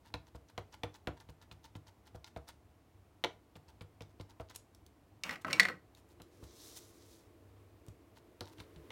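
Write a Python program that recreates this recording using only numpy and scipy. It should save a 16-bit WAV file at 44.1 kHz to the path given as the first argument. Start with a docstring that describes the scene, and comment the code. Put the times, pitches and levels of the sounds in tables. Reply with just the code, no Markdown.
"""Soft knocks and tacky peels come first: an ink pad is dabbed on a rubber stamp on a wooden desk.
Later a small plastic pad clatters down among its lids, and a paper strip slides over the desk.
The place is a small dry room with a faint hum; the microphone listens from just above the desk.
Blows sum damped modes and decaying noise cracks; peels and rustles are uneven noise grains given a spectrum.
"""
import sys
import numpy as np
from scipy import signal
from scipy.fft import rfft, irfft, next_fast_len
from scipy.io import wavfile

SR = 44100
rng = np.random.default_rng(int(sys.argv[2]) if len(sys.argv) > 2 else 0)


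def digitize_waveform(pressure):
    """Quantize a signal to 16-bit integers and store it at the path in sys.argv[1].

    Rows of a 2-D input are taken as channels; values are limited to [-1, 1].
    """
    field = np.atleast_2d(pressure).T
    bounded = np.clip(field, -1, 1)
    quanta = np.round(bounded * 32767).astype(np.int16)
    wavfile.write(sys.argv[1], SR, quanta)


N = 392931
T = np.arange(SR // 3) / SR  # seconds within one blow


def amp(db):
    """Decibels to gain."""
    return 10 ** (np.asarray(db) / 20)


def unit(x):
    """Scale to rms 1."""
    return x / np.sqrt(np.mean(x ** 2) + 1e-20)


def unit_blow(x):
    """Scale to the energy of 10 ms at rms 1."""
    return x / np.sqrt(np.sum(x ** 2) / (SR / 100) + 1e-20)


def along(points, hz):
    """Read (Hz, value) points on a log frequency axis."""
    point_hz, values = np.transpose(points)
    return np.interp(np.log(hz + 1), np.log(point_hz + 1), values)


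def curves(rows):
    """One value per sample for each column after the time in seconds."""
    times, *columns = np.transpose(rows)
    return [np.interp(np.arange(N) / SR, times, column) for column in columns]


def colour(x, spectrum):
    """Give x a spectrum and rms 1."""
    m = next_fast_len(len(x) + 2048)
    gain = amp(along(spectrum, np.fft.rfftfreq(m, 1 / SR)))
    return unit(irfft(rfft(x, m) * gain, m)[:len(x)])


def grains(spectrum, spread_db, size):
    """Dense tiny slips of very unequal strength."""
    strength = amp(spread_db * rng.standard_normal(size))
    return colour(rng.standard_normal(size) * strength, spectrum)


def add(track, start_s, sound):
    """Mix a sound into the track at start_s."""
    part = track[max(round(start_s * SR), 0):][:len(sound)]
    part += sound[:len(part)]


def ring(modes, attack, vary_db):
    """Damped modes pushed together over attack seconds; each blow meets them at new strengths."""
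    hz, db, t60 = np.transpose(modes)[:, :, None]
    strength = amp(db + vary_db * rng.standard_normal(hz.shape))
    # each mode is detuned a little at random for every blow
    detuned = hz * (1 + 0.0055 * rng.standard_normal(hz.shape))
    waves = strength / hz * amp(-60 * T / t60) * np.sin(2 * np.pi * detuned * T)
    motion = np.sum(waves, axis=0) * (1 - np.exp(-T / attack))
    return unit_blow(np.diff(motion, prepend=0))  # the air follows the speed of the surface


def excited(modes, centre_hz, fall_db):
    """The spot that is struck favours the modes around one frequency."""
    return [(hz, db - fall_db * np.log2(hz / centre_hz) ** 2, t60) for hz, db, t60 in modes]


def burst(spectrum, t60):
    """Many close, quickly damped modes: a crack."""
    noise = colour(rng.standard_normal(len(T)), spectrum)
    return unit_blow(noise * amp(-60 * T / t60) * (1 - np.exp(-T / .0004)))


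# decay of the small room's tail: pitch_hz, t60_s
ROOM_DECAY = [(150, 0.32), (700, 0.25), (2000, 0.23), (4000, 0.2), (8000, 0.24), (15000, 0.07)]


def in_room(x, wet_db):
    """The sound and its short room tail, made of fresh noise for every sound."""
    hz, t, noise = signal.stft(rng.standard_normal(len(T)), SR, nperseg=256)
    decay = amp(-60 * t / along(ROOM_DECAY, hz)[:, None])
    tail = signal.istft(noise * decay, SR, nperseg=256)[1]
    # the nearest walls answer after a few ms
    tail = tail * (1 - np.exp(-(np.arange(len(tail)) / SR / 0.0032) ** 2))
    return x + amp(wet_db) * signal.fftconvolve(x, tail / np.linalg.norm(tail))[:len(x)]


# low room noise: pitch_hz, density_db
MURMUR_SPECTRUM = [(20, -28), (50, -7.5), (70, 2), (130, -8.5), (200, -12), (300, -11), (430, -22.5),
                   (700, -16), (1050, -21), (1400, -25.5), (2200, -37.5), (4000, -56.5)]
# treble room noise: pitch_hz, density_db
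HISS_SPECTRUM = [(900, -20), (2000, 0), (4000, -6), (8000, -10), (15000, -12)]
# swell of the distant drone: time_s, level_db
DRONE_LEVEL = [(0, -75), (5.8, -72), (6.5, -63.5), (7.2, -65.5), (8.2, -66.5), (8.91, -59)]
# colour of the drone: pitch_hz, density_db
DRONE_SPECTRUM = [(150, -29.5), (230, -11.5), (290, -1), (345, 1), (390, -7), (445, -2), (530, -12),
                  (640, -9.5), (820, -31), (1070, -16), (1350, -23.5), (2100, -24), (6000, -36)]


def background():
    """Steady room noise, a wavering hum of narrow noise near 98 Hz and a far drone."""
    drone_db, = curves(DRONE_LEVEL)
    murmur = amp(-66.5) * colour(rng.standard_normal(N), MURMUR_SPECTRUM)
    hum_spectrum = [(70, -69.5), (90, -14), (98, 2.5), (108, -11.5), (135, -71)]
    hum = amp(-70.0) * colour(rng.standard_normal(N), hum_spectrum)
    hiss = amp(-80) * colour(rng.standard_normal(N), HISS_SPECTRUM)
    drone = amp(drone_db) * colour(rng.standard_normal(N), DRONE_SPECTRUM)
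    return murmur + hum + hiss + drone


# hollow tone of the case under a peel: pitch_hz, density_db
HOLLOW_SPECTRUM = [(500, -18), (780, -15), (900, -2.5), (1150, -18.5), (1440, -14), (2000, -17.5),
                   (3500, -38.5)]
# crackle of the breaking contacts: pitch_hz, density_db
CRACKLE_SPECTRUM = [(1400, -62), (2600, -1.5), (4000, 0), (6500, -7), (10000, -38)]
# finest treble of peels, clicks and paper: pitch_hz, density_db
FIZZ_SPECTRUM = [(4500, -8), (7200, -1), (11000, -3.5), (15500, -8)]
CRACKLE_DB, FIZZ_DB = -2.5, -6.5  # treble layers of a peel, against its hollow tone at brightness 0


def peel(half_s, bright_db):
    """Tiny contacts break in a short swell that peaks after two half lengths, in the hollow of the case."""
    swell = np.exp(-((T - 2 * half_s) / (1.03 * half_s)) ** 2)
    layers = [(-bright_db, HOLLOW_SPECTRUM), (CRACKLE_DB, CRACKLE_SPECTRUM),
              (FIZZ_DB + bright_db, FIZZ_SPECTRUM)]
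    sound = np.zeros(len(T))
    for db, spectrum in layers:
        sound += amp(db) * unit_blow(swell * grains(spectrum, spread_db=13.0, size=len(T)))
    return amp(3.5) * in_room(sound, wet_db=-12.5)


# brief scuffs of paper, rubber and fingers: peak_s, half_length_s, level_db, brightness_db
SCUFF_EVENTS = [(0.072, 0.024, -65.5, -2), (1.176, .008, -70.5, -5), (2.074, 0.015, -66, -0.5),
                (4.555, 0.009, -60.5, 5), (5.42, .006, -68.5, 8), (5.979, 0.021, -69, 4),
                (6.111, 0.02, -73.5, 7), (6.441, 0.0066, -66, 3), (7.882, .019, -72.5, 8),
                (8.171, 0.012, -66, -1.5), (8.484, .026, -62.5, -0.5), (8.53, .007, -68.5, 2.5),
                (8.603, .028, -62, 1)]


def scuffs():
    """Surfaces brush past each other as things are picked up and placed."""
    out = np.zeros(N)
    for peak_s, half_s, level_db, bright_db in SCUFF_EVENTS:
        add(out, peak_s - 2 * half_s, amp(level_db) * peel(half_s, bright_db))
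    return out


# modes of the ink case: pitch_hz, level_db, t60_s
CASE_MODES = [(881, 6, 0.04), (975, -0.5, 0.071), (1120, -10, 0.02), (1408, 2.5, 0.053), (1870, 0.5, 0.01),
              (2110, 9, 0.017), (2240, -1.5, 0.018), (2896, 2, 0.017)]
# modes of the desk boards: pitch_hz, level_db, t60_s
BOARD_MODES = [(186, -5.5, 0.074), (254, 1, 0.036), (302, -3, .06), (364, -4, .05), (425, -2.5, 0.03),
               (476.5, 0.5, 0.036), (546, -3.5, 0.028), (654, -1.5, 0.035), (707, -3.5, .028)]
# modes of the whole desk: pitch_hz, level_db, t60_s
DESK_MODES = [(54.15, -11.5, 0.17), (67, -4.5, 0.23), (97.7, 1.5, 0.19), (112, -12, 0.03),
              (148.8, -6, 0.23)]
# crack within the case clack: pitch_hz, density_db
CRACK_SPECTRUM = [(400, -22), (850, 0.5), (1400, -3), (2300, -3.5), (3100, -9), (4000, -32)]
# snap of the case edges: pitch_hz, density_db
SNAP_SPECTRUM = [(1700, -20.5), (2400, -2.5), (3200, 5), (4100, 2), (5000, -7.5), (6100, -9.5), (7500, -25),
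                 (11000, -45)]
# thin tick on top of hard contacts: pitch_hz, density_db
TICK_SPECTRUM = [(4500, -46.5), (7000, 5.5), (9000, 2.5), (12000, -4.5), (16000, -7)]
# the dense upper modes of the boards: pitch_hz, density_db
WOOD_SPECTRUM = [(150, -5), (320, -4), (800, 3), (1400, 1), (2300, -20), (4000, -34), (8000, -49)]
WOOD_DB, WOOD_T60_S = -10.5, 0.14
SNAP_DB, SNAP_GROWS = 0.5, 0.44  # edge snap over the case clack; its gain for each dB of hardness
TICK_DB, TICK_GROWS = -69, 0.64  # tick at a firm snap; its gain for each dB of snap
FIRM_SNAP_DB, FIRM_CLACK_DB = -50, -52.5  # levels at which tick and contact have their usual size


def blow(force_db, hardness_db, centre_hz, thump_db):
    """The case clacks first; the boards and the whole desk follow as the pad is squeezed."""
    clack_db = force_db + hardness_db
    snap_db = clack_db + SNAP_DB + SNAP_GROWS * hardness_db
    tick_db = TICK_DB + TICK_GROWS * (snap_db - FIRM_SNAP_DB)
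    contact_s = 0.02 * amp(-.25 * (clack_db - FIRM_CLACK_DB))  # gentle dabs stay in contact longer

    crack = burst(CRACK_SPECTRUM, contact_s * 2.2)
    clack = unit_blow(ring(CASE_MODES, attack=0.0031, vary_db=7.5) + amp(4) * crack)
    hard = amp(clack_db) * clack
    hard += amp(snap_db) * burst(SNAP_SPECTRUM, contact_s)
    hard += amp(tick_db) * burst(TICK_SPECTRUM, contact_s)
    knock = ring(excited(BOARD_MODES, centre_hz, fall_db=9.5), attack=0.0055, vary_db=2.5)

    out = amp(1.3) * in_room(hard, wet_db=-13)
    add(out, 0.00199, amp(force_db - 2.5) * in_room(knock, wet_db=-11.0))
    add(out, 0.00199, amp(force_db + WOOD_DB) * burst(WOOD_SPECTRUM, WOOD_T60_S))
    add(out, 0.00392, amp(thump_db) * ring(DESK_MODES, attack=0.0035, vary_db=4.5))
    return out


# the ink pad comes down on the stamp, rests and is pulled off:
# start_s, force_db, hardness_db, knock_centre_hz, rest_s, lift_tack_db
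DAB_EVENTS = [(0.1399, -43.5, -1, 453, .14, -70.5), (0.347, -50, -16.5, 450, 0.15, -68.5),
              (0.5777, -39.5, -7.5, 630, 0.16, -62), (0.834, -37, -6, 500, 0.12, -62),
              (1.072, -35.5, -8.5, 440, 0.14, -64), (1.288, -55.5, -9.5, 457, 0.14, -66),
              (1.513, -61, 2, 500, 0.14, -61.5), (1.752, -51.5, -8, 330, 0.13, -65),
              (2.146, -47.5, -20, 605, 0.13, -63.5), (2.362, -41, -15, 610, 0.13, -57.5),
              (3.555, -55.5, -7.5, 526, .139, -67), (3.809, -52, -6, 427, .13, -101),
              (4.007, -49, -8.5, 517, .1, -80), (4.198, -47.5, -13, 398, 0.11, -66.5),
              (4.398, -42, -16, 600, 0.11, -60.5)]
# snapping ink and rustling paper fibres: pitch_hz, density_db
RUSTLE_SPECTRUM = [(1000, -16.5), (2500, -18), (3400, -4), (3900, -0.5), (4600, -3), (5900, -0.5),
                   (7200, -9), (10000, -30)]
# the desk thumps under the weight of the hand, less tied to force than the knock
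USUAL_FORCE_DB, THUMP_DB, THUMP_GROWS = -45.5, -44, 0.51
THUMP_DB_PER_OCTAVE, USUAL_KNOCK_HZ = 7, 493  # a flatter dab knocks lower and thumps more
# wet ink squeezed as the pad lands
SQUELCH_DB, SQUELCH_AFTER_S, SQUELCH_HALF_S, SQUELCH_BRIGHT_DB = -67.5, .012, 0.0058, 2
LIFT_HALF_S, LIFT_BRIGHT_DB = 0.013, -1  # the swell of one lift
RELEASE_DB, RELEASE_EARLY_S = -3.5, .011  # the first thread of ink snaps just before the lift peaks


def dabs():
    """Each dab knocks and squeezes the wet ink; after a short rest the pad peels off the rubber."""
    out = np.zeros(N)
    for start_s, force_db, hardness_db, centre_hz, rest_s, tack_db in DAB_EVENTS:
        octaves = np.log2(centre_hz / USUAL_KNOCK_HZ)
        thump_db = THUMP_DB + THUMP_GROWS * (force_db - USUAL_FORCE_DB) - THUMP_DB_PER_OCTAVE * octaves
        squelch = amp(SQUELCH_DB) * peel(SQUELCH_HALF_S, SQUELCH_BRIGHT_DB)
        lift = amp(tack_db) * peel(LIFT_HALF_S, LIFT_BRIGHT_DB)
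        release = amp(tack_db + RELEASE_DB) * burst(RUSTLE_SPECTRUM, t60=.01)
        add(out, start_s, blow(force_db, hardness_db, centre_hz, thump_db))
        add(out, start_s + SQUELCH_AFTER_S - 2 * SQUELCH_HALF_S, squelch)
        add(out, start_s + rest_s - 2 * LIFT_HALF_S, lift)
        add(out, start_s + rest_s - RELEASE_EARLY_S, release)
    return out


# light clicks of plastic and fingernails: start_s, level_db, brightness_db
CLICK_EVENTS = [(0.743, -65.5, -22.5), (0.9417, -71, 3), (2.2439, -54, -7), (2.4873, -63, 10),
                (4.021, -60, -10), (4.21, -61.5, -14), (4.5597, -56.5, 15.5), (4.748, -71, 11),
                (4.864, -67, 7), (5.949, -65.5, 0), (6.2183, -62.5, 7), (7.884, -71, 11),
                (8.4077, -47.5, -4), (8.455, -64, -2), (8.601, -60, -10)]
# a hard point on plastic: pitch_hz, density_db
PLASTIC_SPECTRUM = [(1500, -24.5), (2800, -8), (3800, 2.5), (4600, -1.5), (6100, -5), (7500, -14),
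                    (12000, -27.5)]
CLICK_CLACK_DB, CLICK_TICK_DB = -12, -6  # case tone and top tick against the snap, at brightness 0


def clicks():
    """Touches too light to move the desk: a plastic snap, some case tone and a fine tick."""
    out = np.zeros(N)
    for start_s, level_db, bright_db in CLICK_EVENTS:
        click = amp(CLICK_CLACK_DB - bright_db) * ring(CASE_MODES, attack=0.000067, vary_db=2.5)
        click += burst(PLASTIC_SPECTRUM, t60=.013)
        click += amp(CLICK_TICK_DB + bright_db) * burst(FIZZ_SPECTRUM, t60=.014)
        add(out, start_s, amp(level_db) * in_room(click, wet_db=-10.5))
    return out


# case and hands set down on the desk: start_s, force_db, hardness_db, knock_centre_hz, thump_db
KNOCK_EVENTS = [(3.239, -34, -3, 563, -60), (3.2448, -36, -2, 600, -52), (6.2, -51.5, -14, 310, -57),
                (6.425, -53.5, -24, 330, -46.5), (7.88, -59, -24, 296, -44.5),
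                (8.408, -42.5, -11.5, 450, -46), (8.583, -65.5, 1, 430, -54), (8.601, -59.5, 2, 430, -52),
                (8.76, -70.5, 2, 346, -48.5), (8.904, -47.5, -6, 408, -70)]


def knocks():
    """The case and the hands meet the desk, driving the same modes as a dab."""
    out = np.zeros(N)
    for start_s, force_db, hardness_db, centre_hz, thump_db in KNOCK_EVENTS:
        add(out, start_s, blow(force_db, hardness_db, centre_hz, thump_db))
    return out


# the small pad skids between bounces: start_s, length_s, level_db
SKID_EVENTS = [(5.234, 0.1, -46.5), (5.464, 0.23, -49.5)]
# grating of plastic on the boards: pitch_hz, density_db
SKID_SPECTRUM = [(90, -25.5), (155, 2.5), (260, -3.5), (400, -4), (490, 1.5), (680, -6.5), (1100, 1.5),
                 (1600, -2.5), (2100, -4), (2700, -1.5), (3600, -17), (6000, -21), (10000, -26)]
SKID_ATTACK_S, SKID_FADE_DB_PER_S = 0.0041, 321


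def skids():
    """The pad grates over the boards in uneven slips, then comes to rest."""
    t = np.arange(N) / SR
    level = np.zeros(N)
    for start_s, length_s, level_db in SKID_EVENTS:
        fade_db = SKID_FADE_DB_PER_S * np.maximum(t - start_s - length_s, 0)
        level += amp(level_db - fade_db) * np.clip((t - start_s) / SKID_ATTACK_S, 0, 1)
    return level * grains(SKID_SPECTRUM, spread_db=7.5, size=N)


# a loose lid nudged by the pad: start_s, level_db
LID_EVENTS = [(5.2359, -39), (5.5298, -31)]
# modes of the lid: pitch_hz, level_db, t60_s
LID_MODES = [(2270, 0, .06), (2450, -4.5, .05), (2710, -3, 0.054), (2840, -5.5, .05), (3600, -6, 0.023),
             (4266, -2.5, .015), (5220, 4, 0.0068), (5520, 3, 0.0097), (6300, -4, .014), (8600, -9, .02),
             (10200, -15.5, .03)]
LID_SNAP_DB, LID_TICK_DB = -4.5, -14.5  # against the ringing lid


def lid():
    """The thin lid is caught on its edge and rings higher than the pad."""
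    out = np.zeros(N)
    for start_s, level_db in LID_EVENTS:
        crack = amp(LID_SNAP_DB) * burst(PLASTIC_SPECTRUM, t60=0.017)
        crack += amp(LID_TICK_DB) * burst(TICK_SPECTRUM, t60=.02)
        tone = ring(LID_MODES, attack=0.00016, vary_db=1)
        add(out, start_s, amp(level_db) * in_room(tone + crack, wet_db=-13))
    return out


# modes of the plastic edges: pitch_hz, level_db, t60_s
EDGE_MODES = [(3100, -9.5, 0.0081), (3330, -5, 0.023), (3640, -2, 0.016), (4100, 0, 0.007),
              (4300, -1, 0.019), (5230, -3, .016), (5950, -7.5, 0.016)]


def snap(t60, crack_db):
    """Hard plastic edges meeting: ringing edge modes and a crack."""
    edges = ring(EDGE_MODES, attack=0.0015, vary_db=5.5)
    return unit_blow(edges + amp(crack_db) * burst(PLASTIC_SPECTRUM, t60))


# the small pad lands and rocks; a corner rings high, the flat side low:
# start_s, strength_db, ring_centre_hz
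CLATTER_EVENTS = [(5.2935, -37.5, 1800), (5.309, -43.5, 2100), (5.327, -50.5, 2100), (5.357, -47.5, 1730),
                  (5.4473, -36, 1364), (5.482, -41.5, 1296), (5.502, -45.5, 1850), (5.508, -43.5, 2040),
                  (5.531, -42.5, 1254), (5.581, -48.5, 1450), (5.597, -17, 1980), (5.602, -23, 1950),
                  (5.6312, -36, 2070), (5.6526, -30, 1670), (5.6853, -36, 1760), (5.698, -44, 1414)]
# modes of the small hollow pad: pitch_hz, level_db, t60_s
SHELL_MODES = [(1074, -3.5, 0.05), (1300, 1, 0.018), (1500, -3, 0.025), (1770, -7.5, 0.029),
               (1929, 0.5, 0.027), (2100, -4.5, 0.03), (2280, -11.5, 0.015), (2680, -13.5, 0.017)]
USUAL_RING_HZ, USUAL_RING_DB = 1850, -36.5
EDGE_DB, EDGE_DB_PER_OCTAVE, EDGE_TICK_DB = -11, 20, -11  # corners snap more
# the flat side knocks the boards more
FLAT_KNOCK_DB, FLAT_DB_PER_OCTAVE, FLAT_KNOCK_GROWS = -51, 20.5, 0.56


def clatter():
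    """The hollow pad bounces on the boards, ringing near 2 kHz: corners snap, the flat side knocks."""
    out = np.zeros(N)
    for start_s, ring_db, centre_hz in CLATTER_EVENTS:
        octaves = np.log2(centre_hz / USUAL_RING_HZ)
        snap_db = ring_db + EDGE_DB + EDGE_DB_PER_OCTAVE * octaves
        knock_db = FLAT_KNOCK_DB + FLAT_KNOCK_GROWS * (ring_db - USUAL_RING_DB)
        knock_db -= FLAT_DB_PER_OCTAVE * octaves

        shell = ring(excited(SHELL_MODES, centre_hz, fall_db=39), attack=0.00073, vary_db=2.5)
        edges = snap(t60=0.022, crack_db=1.5) + amp(EDGE_TICK_DB) * burst(TICK_SPECTRUM, t60=0.02)
        boards = in_room(ring(BOARD_MODES, attack=.003, vary_db=5.5), wet_db=-0.5)
        desk = ring(excited(DESK_MODES, centre_hz=160, fall_db=16), attack=.012, vary_db=2)
        add(out, start_s, in_room(amp(ring_db) * shell + amp(snap_db) * edges, wet_db=-12.5))
        add(out, start_s, amp(knock_db - 2.5) * boards)
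        add(out, start_s, amp(knock_db - 9) * desk)
    return out


# the paper strip drawn over the desk: time_s, level_db
SLIDE_LEVEL = [(6.3, -62), (6.404, -77.5), (6.436, -73), (6.504, -73), (6.65, -58.5), (6.75, -65.5),
               (6.772, -55), (6.796, -65), (6.942, -74), (7.138, -69.5), (7.338, -79), (7.35, -83)]
SLIDE_RUSTLE_DB, SLIDE_FIZZ_DB = 0.5, 1


def slide():
    """Paper fibres catch on the wood; strength and brightness drift as the strip is drawn across."""
    level_db, = curves(SLIDE_LEVEL)
    moving, = curves([(6.3, 0), (6.44, 1), (7.15, 1), (7.34, 0)])
    knots = np.arange(0, N / SR, .03)  # a new drift target every 30 ms
    drift = rng.standard_normal((len(knots), 2))
    rustle_drift, fizz_drift = curves(np.column_stack([knots, drift]))
    rustle = amp(SLIDE_RUSTLE_DB + 2.1 * rustle_drift) * grains(RUSTLE_SPECTRUM, spread_db=6.5, size=N)
    fizz = amp(SLIDE_FIZZ_DB + 1.8 * fizz_drift) * grains(FIZZ_SPECTRUM, spread_db=7.0, size=N)
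    return moving * amp(level_db) * (rustle + fizz)


def scene():
    """Everything on the desk, heard from just above it, as one channel."""
    room_and_ink = background() + scuffs() + dabs() + clicks() + knocks()
    pad_and_paper = skids() + lid() + clatter() + slide()
    return (room_and_ink + pad_and_paper)[None]


TOP_HZ = 16100  # band limit of the microphone


def record(dry):
    """The microphone cuts steeply above its band limit."""
    m = next_fast_len(N + SR // 2)
    loss = np.sqrt(1 + (np.fft.rfftfreq(m, 1 / SR) / TOP_HZ) ** 160)
    return irfft(rfft(dry, m) / loss, m)[..., :N]


dry = scene()
out = record(dry)
digitize_waveform(out)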